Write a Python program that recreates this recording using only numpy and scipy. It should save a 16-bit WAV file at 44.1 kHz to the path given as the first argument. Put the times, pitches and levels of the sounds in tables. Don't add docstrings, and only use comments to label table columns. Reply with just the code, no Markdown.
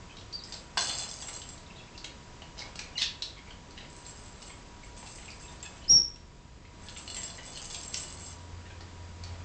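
import sys
import numpy as np
from scipy import signal
from scipy.fft import rfft, irfft, next_fast_len
from scipy.io import wavfile
from scipy.ndimage import uniform_filter1d, minimum_filter1d, map_coordinates

SR = 44100
rng = np.random.default_rng(int(sys.argv[2]) if len(sys.argv) > 2 else 0)


def master(y):
    cut = np.clip(np.atleast_2d(y).T, -1, 1)
    pcm = np.round(cut * 32767)
    wavfile.write(sys.argv[1], SR, pcm.astype(np.int16))


def elevation(decibels):
    levels = np.asarray(decibels, float)
    return 10 ** (levels / 20)


N = 416304
T = np.arange(N) / SR

# (pitch [Hz], width [Hz], relative level [dB])
BELL = [(2930, 50, -1), (3465, 45, 0), (4160, 45, -2), (4290, 35, -2), (4650, 50, -2), (5250, 50, -5),
        (5870, 50, -14), (6220, 60, -12), (7545, 45, 0), (7925, 50, -3), (8070, 40, -3), (8450, 45, 0)]
LOW_MODES, HIGH_MODES = BELL[:6], BELL[6:]


def unit(x):
    return x / np.sqrt(np.mean(x ** 2) + 1e-20)


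def along(points, hz):
    f, v = np.transpose(points)
    return np.interp(np.log(hz + 1), np.log(f + 1), v)


def wobble(rate, size):
    knots = rng.standard_normal(int(size * rate / SR) + 4)
    return map_coordinates(knots, [np.arange(size) * rate / SR])


def filtered(x, response):
    m = next_fast_len(len(x) + 8192)
    spectrum = rfft(x, m) * response(np.fft.rfftfreq(m, 1 / SR))
    return irfft(spectrum, m)[:len(x)]


def mode(hz, width_hz):
    return lambda f: 1j * f * width_hz / (hz * hz - f * f + 1j * f * width_hz)


def fade_60_db(t, seconds):
    return elevation(-60 * t / seconds)


def add(track, s, sound):
    part = track[round(s * SR):][:len(sound)]
    part += sound[:len(part)]


def hiss():
    # (frequency [Hz], relative level [dB])
    hiss_curve = [(13, -26.5), (22, 2), (64, 1.5), (457, -12), (797, -15.5), (881, -16.5), (975, -16),
                  (1050, -14), (1320, -17.5), (4120, -23), (4920, -23.5), (6170, -24.5), (7750, -23.5),
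                  (8570, -37.5), (9250, -74.5), (12000, -100), (20400, -120)]
    colour = lambda f: elevation(along(hiss_curve, f)) * (1 - .8 * mode(8050, 350)(f))
    return elevation(-49) * unit(filtered(rng.standard_normal(N), colour))


def whine():
    # (pitch [Hz], level [dB])
    whine_tones = [(963.6, -60), (2503, -78.5), (4818, -72.5), (4856, -72)]
    out = np.zeros(N)
    for hz, db in whine_tones:
        level = elevation(db + 1.8 * wobble(12, size=N))
        out += level * np.sin(2 * np.pi * hz * T + 0.56 * wobble(4.4, size=N))
    return out


def drone():
    # (time [s], level [dB])
    swell = [(6.0, -73), (6.48, -75), (6.68, -54.5), (7.72, -58.5), (8.53, -43.5), (8.81, -47),
             (9.44, -39.5)]
    level = elevation(np.interp(T, *np.transpose(swell)) + 1.5 * wobble(25, size=N))
    return level * np.sin(2 * np.pi * 87 * T + 0.39 * wobble(7.7, size=N))


def room(x):
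    # (frequency [Hz], time to fall 60 dB [s])
    decay_times = [(300, 0.33), (3000, 0.35), (8000, 0.28)]
    out, hop = np.zeros(N), SR // 4
    fade = np.hanning(2 * hop + 1)[:-1]
    padded = np.pad(x, (hop, 2 * hop))
    for start in range(0, N + hop, hop):
        hz, t, z = signal.stft(rng.standard_normal(SR // 2), SR, nperseg=256)
        dying = z * fade_60_db(t, along(decay_times, hz)[:, None])
        tail = signal.istft(dying, SR, nperseg=256)[1]
        piece = padded[start:start + 2 * hop] * fade
        wet = signal.fftconvolve(piece, tail / np.linalg.norm(tail))
        add(out, max(start - hop, 0) / SR + .007, wet[max(hop - start, 0):])
    add(out, .006, elevation(-9.5) * x)
    return out


def board(f):
    # (pitch [Hz], width [Hz], level [dB])
    board_modes = [(175, 64, 2), (420, 96, 0), (650, 480, 2.5), (1190, 1270, 0.5)]
    return sum((-1) ** k * elevation(db) * mode(hz, width)(f) for k, (hz, width, db) in enumerate(board_modes))


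def taps():
    # (time [s], level [dB], ring pitch [Hz], crack level over the tap [dB])
    tap_list = [(.168, -30.5, 3840, -16), (0.1844, -33.5, 3770, -26), (0.211, -36.5, 3280, -6.5),
                (0.3267, -28.5, 4640, -19), (0.4367, -29, 4930, -24), (0.5228, -24.5, 4800, -1),
                (.5394, -25.5, 4550, -26), (.7721, -17, 4830, -10), (0.8992, -23.5, 3000, -8),
                (1.0897, -26, 5200, -6), (1.222, -30.5, 2800, 3.5), (1.2836, -28, 2190, 0),
                (1.4171, -27.5, 3480, -20), (1.489, -34, 5030, -18), (1.577, -39, 4260, -4),
                (1.9768, -29, 4600, -12), (2.043, -24, 2630, 1), (2.4197, -32, 2910, -15),
                (2.5898, -28.5, 4960, -6), (2.756, -34, 5050, 7.5), (2.7908, -26, 2470, 8),
                (3.2213, -15, 4000, -11.5), (3.7073, -43.5, 4160, 8.5), (4.0523, -34.5, 4250, -16),
                (4.4187, -34, 4750, 0), (4.974, -43, 6560, 8), (5.072, -37.5, 5470, 5.5),
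                (5.1833, -34.5, 2730, -15), (5.303, -31.5, 4760, -10), (5.603, -41, 4600, -8.5),
                (5.6305, -31.5, 2770, -15), (6.159, -36, 2930, 0), (6.6505, -35, 2080, -20),
                (6.8851, -27.5, 3320, -19), (6.9632, -28, 2900, -20), (7.1656, -27, 3000, -15),
                (7.573, -28, 3030, -19), (7.7452, -28.5, 3440, 6), (7.832, -30, 5400, -12),
                (7.9421, -25.5, 6530, 11.5), (7.9692, -24, 6400, -4), (8.8066, -35, 4540, -10),
                (9.2362, -32, 4600, 3)]
    # (time [s], blow level [dB])
    landing_list = [(0.5399, -27.5), (0.7717, -8), (.9012, -16.5), (1.222, -26), (2.4182, -27),
                    (2.5885, -32), (2.756, -28), (5.028, -27.5), (5.3039, -43), (8.8062, -29)]
    tap_in_board_db = -13
    out, blows, t = np.zeros(N), np.zeros(N), np.arange(SR // 50) / SR
    rise = 1 - np.exp(-t / .0009)
    for s, db, hz, crack_db in tap_list:
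        noise = rng.standard_normal((2, len(t))) * rise
        ring = 0.81 * np.sin(2 * np.pi * hz * t) * fade_60_db(t, 0.011) * rise
        body = 1.15 * filtered(noise[0] * fade_60_db(t, 0.04), lambda f: mode(hz, 1900)(f) ** 2)
        crack = elevation(crack_db) * filtered(noise[1] * fade_60_db(t, 0.022), mode(4300, 3400))
        add(out, s, elevation(db) * (ring + body + crack))
    tap_blows = [(s, db + tap_in_board_db) for s, db, *_ in tap_list]
    for s, db in landing_list + tap_blows:
        add(blows, s, elevation(db) * rng.standard_normal(len(t)) * rise * fade_60_db(t, 0.021))
    return out + filtered(blows, board)


def ball_layers():
    # (time [s], jingle level [dB])
    spells = [
        [(0.45, -63), (0.518, -57.5), (0.762, -78), (0.774, -35.5), (0.846, -35.5), (1.188, -51.5),
         (1.338, -47), (1.482, -58.5), (1.492, -56), (1.62, -68)],
        [(3.86, -79), (3.884, -78), (3.898, -60), (4.102, -60.5), (4.106, -59), (4.198, -58), (4.316, -64),
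         (4.454, -59), (4.712, -82), (4.78, -87)],
        [(4.82, -68), (4.862, -62), (4.918, -72), (4.972, -58.5), (5.488, -58), (5.618, -71), (5.628, -49.5),
         (5.73, -70.5), (5.738, -61.5), (5.8, -69)],
        [(6.76, -88), (6.818, -58.5), (6.968, -55), (6.978, -45), (7.026, -58.5), (7.186, -49.5),
         (7.316, -52.5), (7.994, -48.5), (8.34, -54.5), (8.5, -79)],
    ]
    # (time [s], length [s], level [dB])
    scuffle_list = [(0.524, 0.16, -63), (1.65, .22, -65.5), (1.997, 0.14, -64), (2.551, 0.16, -51),
                    (2.777, 0.24, -59), (3.448, 0.075, -57), (3.761, 0.13, -60.5), (5.176, 0.14, -65.5),
                    (5.498, 0.052, -61.5), (5.65, 0.52, -64.5), (9.202, 0.26, -56.5)]
    reference_db = -55
    # (level over the jingle at the reference [dB], dB per dB of motion)
    layers = (2.2, 0.93), (-8.5, 1.22), (-3, 1), (-6, 0.86)
    points = [[(rows[0][0] - .05, -100), *rows, (rows[-1][0] + .02, -100)] for rows in spells]
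    s, db = np.concatenate(points).T
    motion_db = np.interp(T, s, db) - reference_db
    high, low, tick, roll = [elevation(reference_db + over_db + slope * motion_db) for over_db, slope in layers]
    for s, length, db in scuffle_list:
        add(roll, s, elevation(db) * signal.windows.tukey(int(length * SR), .4))
    return high, low, tick, roll


def moving_ball():
    # (frequency [Hz], level [dB])
    shell_curve = [(1500, -37.5), (2500, -20.5), (4500, 5.5), (6500, 6.5), (9000, -11.5)]
    count = 1500
    when = rng.integers(0, N, count)
    size_db = np.minimum(3 * rng.exponential(size=count), 9)

    def strike(share=1):
        sizes = elevation(size_db + 4.9 * rng.standard_normal(count))
        signs = rng.choice([-1, 0, 1], count, p=[share / 2, 1 - share, share / 2])
        return np.bincount(when, sizes * signs, N)

    def ring(modes):
        parts = [elevation(db) * unit(filtered(strike(1 / 3), mode(hz, width))) for hz, width, db in modes]
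        return unit(sum(parts))

    scrape = rng.standard_normal(400) * fade_60_db(np.arange(400) / SR, .009)
    scrapes = signal.fftconvolve(strike(2 / 3), scrape)[:N]
    tick = unit(filtered(scrapes, lambda f: elevation(along(shell_curve, f))))
    contact = strike() + 0.58 * rng.standard_normal(N)
    rumble = unit(filtered(contact, lambda f: board(f) + 0.71 * mode(2200, 2000)(f)))
    high_level, low_level, tick_level, roll_level = ball_layers()
    jingle = high_level * ring(HIGH_MODES) + low_level * ring(LOW_MODES)
    return jingle + tick_level * tick + roll_level * rumble


def bell_strokes():
    # (time [s], level of the high modes [dB], low modes over the high [dB])
    stroke_list = [(0.777, -33.5, 6.5), (.8328, -38.5, -15), (0.858, -39.5, -23), (0.9107, -34, -7.5),
                   (0.9931, -37, -4.5), (1.022, -39.5, -4.5), (1.0927, -45, -31), (1.226, -47.5, -10),
                   (1.287, -37.5, -18), (1.3308, -38.5, -12.5), (1.4898, -37.5, -21), (4.065, -41, -14),
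                   (4.0956, -44.5, -13.5), (4.4267, -43.5, -9.5), (4.4787, -44, -9), (4.8458, -55.5, -24),
                   (5.0634, -48, -4), (5.4278, -46, -20), (6.886, -51.5, 5.5), (6.9727, -38.5, -14.5),
                   (7.0776, -48, 8.5), (7.1012, -39, -3), (7.1456, -35, -10), (7.1674, -31, -21.5),
                   (7.2325, -31.5, -10), (7.3016, -51, 4.5), (7.5033, -45, -32), (7.574, -38, -22.5),
                   (7.6452, -37.5, -13), (7.709, -47.5, 2), (7.832, -38.5, -28.5), (7.938, -37.5, -20.5),
                   (8.0367, -39.5, -6), (8.08, -43.5, -21)]
    out, t = np.zeros(N), np.arange(SR // 8) / SR

    def stroke(modes):
        return sum(elevation(db + rng.normal(0, 3)) * np.exp(-np.pi * width * t) * np.sin(2 * np.pi * hz * t)
                   for hz, width, db in modes)

    for s, db, low_db in stroke_list:
        add(out, s, elevation(db) * (stroke(HIGH_MODES) + elevation(low_db) * stroke(LOW_MODES)))
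    return out


def voice(rows, width_hz):
    s, *columns = np.transpose(rows)
    t = s[0] + np.arange(int((s[-1] - s[0]) * SR)) / SR
    hz, db, throat, rough = [np.interp(t, s, column) for column in columns]
    shaken_hz = hz * (1 + .12 * rough * wobble(602.6, size=len(t)))
    phase = 2 * np.pi * np.cumsum(shaken_hz) / SR
    k = np.arange(1, 10)[:, None]
    weight = 1 / (1 + ((k * hz - throat) / width_hz) ** 2) + 0.012
    weight = weight * (k * hz < SR / 4)
    weight = weight / (1 + (1100 / (k * hz)) ** 4)
    tone = np.sum(weight * np.sin(k * phase), axis=0)
    tone = tone / np.sqrt(np.sum(weight ** 2, axis=0) / 2)
    return elevation(db) * tone * (1 + 2 * rough * wobble(900, size=len(t)))


def short_notes():
    # (time [s], length [s], first pitch [Hz], last pitch [Hz], level [dB])
    note_list = [(.09, 0.035, 2560, 2520, -59.5), (0.095, 0.017, 2830, 3300, -56),
                 (0.123, 0.013, 3050, 3250, -58), (0.483, 0.012, 1800, 1910, -57),
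                 (1.66, 0.0095, 3630, 3700, -52.5), (1.7, .013, 2740, 2660, -51),
                 (1.755, .022, 3400, 4220, -56), (1.78, 0.018, 3580, 3400, -54),
                 (1.83, 0.017, 3550, 3420, -58), (1.794, .024, 2580, 2650, -54.5),
                 (1.866, .033, 2475, 2450, -60), (1.946, 0.021, 2710, 2650, -57),
                 (2.612, 0.016, 2220, 2190, -46), (2.805, 0.045, 2160, 2450, -52.5),
                 (3.471, 0.012, 2320, 2330, -53), (4.832, 0.01, 2320, 2130, -52.5),
                 (5.062, .02, 2690, 2630, -56), (5.207, .025, 2680, 3440, -56),
                 (5.23, 0.009, 2230, 2100, -52), (5.278, 0.016, 2700, 2190, -46.5),
                 (5.325, 0.017, 2290, 2380, -58), (5.43, .032, 2607, 2570, -59.5),
                 (5.48, 0.0093, 3530, 3480, -49), (5.809, 0.066, 2915, 3080, -59),
                 (5.836, 0.015, 4300, 4250, -55), (6.852, 0.037, 1716, 1750, -59),
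                 (7.428, 0.024, 1930, 2016, -57), (7.53, 0.11, 3030, 3044, -54)]
    # (time [s], length [s], pitch [Hz], throat resonance [Hz], level [dB])
    rasp_list = [(2.571, 0.058, 990, 4670, -46), (3.359, 0.041, 1080, 2300, -53),
                 (3.505, 0.01, 1486, 3000, -49), (3.771, .02, 954, 2720, -45),
                 (3.804, .012, 930, 2900, -51.5), (3.839, 0.016, 1032, 2080, -54),
                 (4.496, 0.015, 1110, 2300, -51), (5.646, 0.025, 850, 2400, -49.5),
                 (7.147, 0.073, 1010, 2180, -52.5), (7.377, 0.028, 979, 1950, -49),
                 (8.652, 0.021, 908, 1980, -56), (8.697, .02, 818, 1860, -53.5)]
    note_rough, rasp_rough = .3, .33
    out = np.zeros(N)
    short = [(s, length, hz, last, (hz + last) / 2, db, note_rough) for s, length, hz, last, db in note_list]
    short += [(s, length, hz, hz, throat, db, rasp_rough) for s, length, hz, throat, db in rasp_list]
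    for s, length, hz, last_hz, throat, db, rough in short:
        first_row = (s, hz, db, throat, rough)
        last_row = (s + length, last_hz, db, throat, rough)
        note = voice([first_row, last_row], width_hz=1200)
        add(out, s, note * signal.windows.tukey(len(note), .5))
    return out


def squawk():
    # (time [s], pitch [Hz], level [dB])
    squawk_rows = [(2.97, 2620, -52.5), (2.976, 2260, -37.5), (2.982, 1972, -24.5), (2.986, 2012, -40.5),
                   (2.986, 1061, -34.5), (2.996, 1014, -35), (3.006, 977, -38.5), (3.02, 933, -26),
                   (3.026, 890, -37.5), (3.041, 905, -40)]
    throat_hz, clear_above_hz, rough_per_hz = 3900, 1100, 0.0041
    rough = lambda hz: np.clip((clear_above_hz - hz) * rough_per_hz, .05, 1)
    rows = [(s, hz, db, throat_hz, rough(hz)) for s, hz, db in squawk_rows]
    out = np.zeros(N)
    add(out, squawk_rows[0][0], voice(rows, width_hz=1210))
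    return out


def whistles():
    # (time [s], pitch [Hz], level [dB])
    whistle_list = [
        [(.326, 4200, -60.5), (.332, 4510, -45.5), (.343, 4770, -35), (.357, 4650, -36.5), (.38, 4520, -56),
         (.405, 3790, -50.5), (.412, 3600, -69)],
        [(2.953, 2920, -64), (2.957, 2840, -41), (2.97, 2870, -45.5), (2.974, 2670, -57)],
        [(5.876, 5340, -69), (5.883, 4970, -34), (5.891, 5350, -30.5), (5.9, 5575, -11), (5.917, 5650, -8),
         (5.95, 5513, -12.5), (5.965, 5465, -16.5), (5.98, 5460, -17.5), (5.992, 5650, -50)],
    ]
    roughness, skirt_db, thump_db = .04, -33.5, -26
    out = np.zeros(N)
    for rows in whistle_list:
        tone = voice([(s, hz, db, hz, roughness) for s, hz, db in rows], width_hz=1130)
        skirt = unit(filtered(rng.standard_normal(len(tone)), mode(4200, 1600)))
        thump = unit(filtered(rng.standard_normal(len(tone)), mode(200, 190)))
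        size = uniform_filter1d(np.abs(tone), 200)
        add(out, rows[0][0], tone + size * (elevation(skirt_db) * skirt + elevation(thump_db) * thump))
    return out


def microphone(x):
    # (frequency [Hz], level [dB])
    band_top = [(7500, 0), (8200, -4.5), (8600, -22), (9000, -26), (9400, -77)]
    return filtered(x, lambda f: elevation(along(band_top, f)))


def scene():
    near = taps() + moving_ball() + bell_strokes() + short_notes() + squawk() + whistles()
    heard = elevation(-0.5) * near + elevation(-0.5) * room(near)
    return (microphone(heard) + hiss() + whine() + drone())[None]


def band_limit(x):
    return signal.sosfilt(signal.butter(12, 9400, fs=SR, output="sos"), x)


def record(dry):
    level = np.sqrt(np.abs(uniform_filter1d(dry[0] ** 2, 1500)))
    need = np.minimum(1, 0.038 / (level + 1e-9)) ** 0.27
    hold, back = int(.65 * SR), int(.2 * SR)
    held = minimum_filter1d(need, hold, origin=(hold - 1) // 2)
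    gain = np.minimum(held, uniform_filter1d(held, back, origin=(back - 1) // 2))
    bass = filtered(dry[0], lambda f: 1 / (1 + (f / 150) ** 2))
    x = bass + gain * (dry[0] - bass)
    x = x / (1 + np.abs(x / .2) ** 6) ** (1 / 6)
    x = x + 30 * x ** 4
    x = x * (np.arange(N) % 2) * 2
    x = filtered(x, lambda f: (f > 15) / (1 + (f / 9000) ** 120))
    return band_limit(x[None])


dry = scene()
out = record(dry)
master(out)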